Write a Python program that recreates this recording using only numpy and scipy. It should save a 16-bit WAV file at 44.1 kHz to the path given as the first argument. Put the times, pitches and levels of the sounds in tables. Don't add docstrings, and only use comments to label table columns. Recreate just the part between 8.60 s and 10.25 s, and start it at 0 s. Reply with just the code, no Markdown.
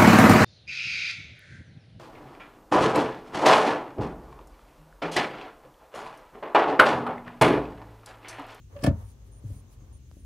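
import sys
import numpy as np
from scipy import signal
from scipy.fft import rfft, irfft
from scipy.io import wavfile
from scipy.ndimage import uniform_filter1d

SR = 44100
rng = np.random.default_rng(int(sys.argv[2]) if len(sys.argv) > 2 else 0)


def store_pcm(level_fs):
    pcm = np.round(np.clip(level_fs, -1, 1) * 32767).astype(np.int16)
    wavfile.write(sys.argv[1], SR, np.atleast_2d(pcm).T)


N = 72765
T = np.arange(N) / SR
HZ = np.fft.rfftfreq(N, 1 / SR)
CABIN_PAN_DB = 1.93


def amp(db):
    return 10 ** (np.asarray(db) / 20)


def unit(x):
    return x / np.sqrt(np.mean(x ** 2) + 1e-20)


def across_spectrum(points):
    hz, values = np.transpose(points)
    return np.interp(np.log(HZ + 1), np.log(hz + 1), values)


def pan(db):
    return amp([[db / 2], [-db / 2]])


def ring(modes):
    return sum(pan(pan_db) * amp(db) * np.sin(2 * np.pi * hz * T) * np.exp(-np.log(1000) * T / t60)
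               for hz, db, t60, pan_db in modes)


def excite(force, response):
    return signal.fftconvolve(np.atleast_2d(force), response, axes=1)[:, :N]


def envelope(start, rise, hold, t60):
    release = np.exp(-np.log(1000) * np.maximum(T - start - rise - hold, 0) / t60)
    return np.clip((T - start) / rise, 0, 1) ** 2 * release


def hump(hz, centre_hz, falloff_db):
    return amp(-falloff_db * np.log2((hz + 1) / centre_hz) ** 2)


def glide(curve, jitter):
    times, hz, db = np.transpose(curve)
    wobble = unit(uniform_filter1d(rng.standard_normal(N), size=150))
    pitch_hz = np.interp(T, times, hz) * (1 + jitter * wobble)
    phase = 2 * np.pi * np.cumsum(pitch_hz * (T > times[0])) / SR
    return phase, amp(np.interp(T, times, db)) * (T > times[0]) * (T < times[-1])


# frequency_hz, correlation (0-1)
MIC_LIKENESS = [(100, 0.98), (300, 0.69), (600, 0.43), (1300, 0), (3000, 0.16), (7000, 0), (13000, 0.82)]
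def mic_pair(white, gain):
    a, b = rfft(white)
    angle = np.arccos(np.clip(across_spectrum(MIC_LIKENESS), 0, 1)) / 2
    mid, side = a * np.cos(angle), b * np.sin(angle)
    return unit(irfft(np.array([mid + side, mid - side]) * gain, N))


def noise(colour):
    return mic_pair(rng.standard_normal((2, N)), amp(across_spectrum(colour)))


def narrow_noise(centre_hz, half_width_hz):
    return mic_pair(rng.standard_normal((2, N)), 1 / (1 + ((HZ - centre_hz) / half_width_hz) ** 2))


# frequency_hz, relative_db
RUMBLE_COLOUR = [(20, -40), (32, -24), (48, 3), (68, -0.5), (100, -0.5), (130, -9), (165, -19), (270, -20),
                 (380, -27.5), (600, -44.5), (1200, -66.5)]
HISS_COLOUR = [(200, -3.5), (700, -12.5), (1500, -2.5), (3000, 0), (5000, -3.5), (6400, 1), (8200, -7),
               (11000, -10.5), (15000, -13.5)]
def cabin_ambience():
    rumble = amp(-47) * pan(CABIN_PAN_DB) * noise(RUMBLE_COLOUR)
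    hiss = amp(-70.5) * noise(HISS_COLOUR)
    whine = amp(-86) * np.sin(2 * np.pi * 14949 * T)
    return rumble + hiss + whine


# start_s, length_s, level_db
INSECT_CHIRPS = [(0.443, 0.083, -67.5), (0.71, 0.095, -66), (0.946, 0.068, -65), (1.322, 0.064, -65.5),
                 (1.578, 0.086, -72)]
def insect(pulses_per_s=120, throbs_per_s=8.4):
    gate = sum(amp(db) * np.clip(np.minimum(T - start, start + length - T) / 0.01, 0, 1)
               for start, length, db in INSECT_CHIRPS)
    pulses = unit(1 + 0.41 * np.sin(2 * np.pi * pulses_per_s * T))
    throb = unit(1 + 0.98 * np.sin(2 * np.pi * throbs_per_s * T))
    chirps = gate * pulses * narrow_noise(centre_hz=9314, half_width_hz=120)
    trill = amp(-77.5) * throb * narrow_noise(centre_hz=6460, half_width_hz=320)
    return chirps + trill


# time_s, level_db
PEDAL_RUB = [(0, -80), (.08, -76.5), (.12, -57.5), (.22, -54), (.32, -60), (.42, -54.5), (.48, -68),
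             (.8, -65.5), (.9, -64), (1.08, -66), (1.25, -65.5), (1.33, -64.5), (1.4, -75), (1.65, -76.5)]
# middle_s, spread_s, level_db
SOLE_SWISHES = [(0.215, 0.037, -68.5), (0.413, 0.042, -67.5), (0.5, 0.023, -66), (0.674, 0.014, -69),
                (0.897, 0.039, -64), (0.969, 0.034, -67.5), (1.13, 0.017, -64.5), (1.555, 0.05, -70.5)]
# frequency_hz, relative_db
PEDAL_RUB_COLOUR = [(150, -42), (400, 5), (700, -2.5), (1150, -4), (1400, -11), (1800, -13), (2400, -20.5),
                    (5000, -29.5)]
SOLE_COLOUR = [(1000, 1), (3000, -2), (7000, -1), (10800, 2.5), (13000, -7), (15500, -5.5)]
def rubbing():
    dull = noise(PEDAL_RUB_COLOUR) * amp(np.interp(T, *np.transpose(PEDAL_RUB)))
    strokes = sum(amp(db) * np.exp(-0.5 * ((T - middle) / spread) ** 2)
                  for middle, spread, db in SOLE_SWISHES)
    return dull + noise(SOLE_COLOUR) * strokes


# pitch_hz, level_db, t60_s, pan_db
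SANDAL_MODES = [(655, -42, 0.004, 0.13), (1290, -47.5, 0.0032, 1), (3000, -48.5, 0.0013, 1),
                (5300, -52, .0015, 1)]
def sandal_snap(start_s=1.5142):
    impulse = signal.unit_impulse(N, round(start_s * SR))
    return excite(impulse, ring(SANDAL_MODES))


# time_s, pitch_hz, level_db
PEDAL_SHUDDER = [(.842, 140, -46), (.852, 127.4, -31), (.863, 102.5, -27.5), (.878, 95.4, -42),
                 (.895, 107.3, -32), (.921, 86.4, -29), (.938, 82, -50), (.95, 85, -62)]
def pedal_shudder():
    phase, gain = glide(PEDAL_SHUDDER, jitter=0.0072)
    return pan(CABIN_PAN_DB) * gain * np.sin(phase)


# time_s, pitch_hz, level_db
PIVOT_GROAN = [(.11, 571, -75), (0.151, 590, -65), (.159, 582, -43), (0.167, 569, -36), (0.179, 577, -42),
               (.197, 566, -51), (0.213, 543, -41.5), (0.227, 580, -50), (.245, 560, -68)]
def pivot_groan():
    phase, gain = glide(PIVOT_GROAN, jitter=0.011)
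    overtones = amp(-21) * (np.sin(2 * phase) + np.sin(3 * phase) / 2)
    return pan(-1) * gain * (np.sin(phase) + overtones)


# middle_s, length_s, level_db, centre_hz, falloff_db, decay_factor
LINKAGE_CRUNCHES = [(0.1637, 0.0044, -55.5, 2570, 12, 1), (.190, .004, -57, 2480, 7, 0.73),
                    (0.217, 0.036, -58.5, 2500, 2, 1.2), (0.224, 0.0088, -52, 6350, 24, 0.99),
                    (0.2396, 0.016, -30, 5960, 0.48, 0.8), (0.2648, 0.012, -33, 2540, 1.3, 1.24)]
# frequency_hz, relative_db, t60_s
CRUNCH_BANDS = [(400, 6.5, 0.22), (780, 5.5, 0.16), (1380, 0.5, .16), (1990, -6.5, 0.1), (2970, -3, 0.069),
                (3800, -11, 0.083), (5250, -4, 0.048), (6640, -15, 0.095), (8850, -9, 0.036),
                (11400, -21.5, 0.082), (15600, -14, 0.033)]
# pitch_hz, level_db, t60_s
BRACKET_MODES = [(927, -47.5, 0.57), (1148, -34.5, 0.054), (1717, -35, 0.085), (1770, -36.5, 0.1),
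                 (2193, -42, 0.085), (2550, -44, 0.11), (3240, -42.5, 0.026), (4350, -48.5, 0.081),
                 (4925, -48, 0.091), (5320, -46, 0.046), (7680, -49, 0.076), (8650, -57, 0.076),
                 (9400, -44, 0.028), (9560, -66, 0.018), (10910, -42.5, 0.042)]
def linkage_crunch(slips_per_s=6000, smear=0.57):
    band_hz, band_db, band_t60 = np.transpose(CRUNCH_BANDS)
    colour = amp(across_spectrum(list(zip(band_hz, band_db)))) * (HZ > 300)
    bands = [np.interp(HZ, band_hz, peak) for peak in np.eye(len(band_hz))]
    loudest_db = max(row[2] for row in LINKAGE_CRUNCHES)
    out = np.zeros((2, N))
    for middle, length, db, centre_hz, falloff_db, decay_factor in LINKAGE_CRUNCHES:
        slips = unit(rng.standard_normal((2, N)) * (rng.random(N) < slips_per_s / SR))
        slips += smear * rng.standard_normal((2, N))
        spectrum = rfft(mic_pair(slips, colour * hump(HZ, centre_hz, falloff_db)))
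        start, rise, hold = middle - length / 2, length / 2, length / 4
        for band, t60 in zip(bands, band_t60):
            out += amp(db) * irfft(spectrum * band, N) * envelope(start, rise, hold, t60 * decay_factor)
        for hz, mode_db, t60 in BRACKET_MODES:
            tone = np.sin(2 * np.pi * (hz * T + rng.random() + 0.3 * rng.random((2, 1))))
            gain = amp(db - loudest_db + mode_db) * hump(hz, centre_hz, falloff_db)
            out += gain * tone * envelope(start, rise, hold, t60)
    return pan(0.5) * out


def push(time_s, spread_s):
    bell = np.exp(-0.5 * ((T - time_s) / max(spread_s, 1 / SR)) ** 2)
    return bell / bell.sum()


# time_s, strength_db, contact_ms, play_share (0-1 of the bass lost)
PEDAL_BLOWS = [(.1635, -21.5, 0.83, .3), (0.2306, -6.5, 0.52, 1), (.2385, -9.5, 0.21, 1),
               (0.245, 1, 0.24, 0.6), (0.2628, -15.5, 0.13, 1), (0.2723, -2, 0.055, 0.7),
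               (0.276, 4.5, 0.5, 0.16), (0.2827, 10, 1.01, 0.17), (0.2954, 11.5, 1.29, 0.42),
               (0.3073, -1.5, 0.56, 0), (.840, -18.5, 0.59, 0.8), (0.9021, -21, 0.48, 0.6),
               (0.9155, -11, 1.3, .2), (0.9636, -12.5, 1.15, 0.36), (1.222, -26.5, 0.64, 0.5),
               (1.489, -40, 0.88, 0.4), (1.5147, -32, 0.59, 0.1), (1.568, -24.5, 0.49, 0.15)]
# pitch_hz, level_db, t60_s, pan_db
CABIN_MODES = [(55, -39, 0.5, 8), (82, -38, 0.5, 0.5), (102.3, -36, 0.57, 1.5), (133, -20.5, 0.14, 1.5),
               (164.6, -37, 0.15, -4), (190.1, -24, 0.12, 2.5), (219.4, -32, 0.27, 4.5),
               (269.2, -24.5, .19, -1), (292.7, -30, 0.13, 5.5), (366, -78, 0.15, -1)]
# pitch_hz, level_db, t60_s, pan_db
ARM_MODES = [(543, -32.5, 0.14, -14), (579.4, -21, 0.11, 0), (613.5, -31.5, 0.11, 9.5),
             (657.6, -24.5, 0.13, -4.5), (682, -39.5, 0.096, -2)]
def pedal_clunk(play_s=0.0015):
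    force = sum(amp(db) * (push(time_s, contact_ms / 1000) - play_share * push(time_s, play_s))
                for time_s, db, contact_ms, play_share in PEDAL_BLOWS)
    bass_loss = signal.butter(2, 438, "high", fs=SR, output="sos")
    arm = signal.sosfilt(bass_loss, ring(ARM_MODES))
    return excite(force, ring(CABIN_MODES) + arm)


def scene():
    stamp = pedal_clunk() + linkage_crunch() + pivot_groan()
    footwork = pedal_shudder() + sandal_snap() + rubbing()
    return stamp + footwork + insect() + cabin_ambience()


def record(dry, low_cut_hz=44, high_cut_hz=15800):
    low_cut = signal.butter(3, low_cut_hz, "high", fs=SR, output="sos")
    high_cut = signal.firwin(511, high_cut_hz, window=("kaiser", 9), fs=SR)
    return signal.oaconvolve(signal.sosfilt(low_cut, dry), high_cut[None], "same")


dry = scene()
out = record(dry)
store_pcm(out)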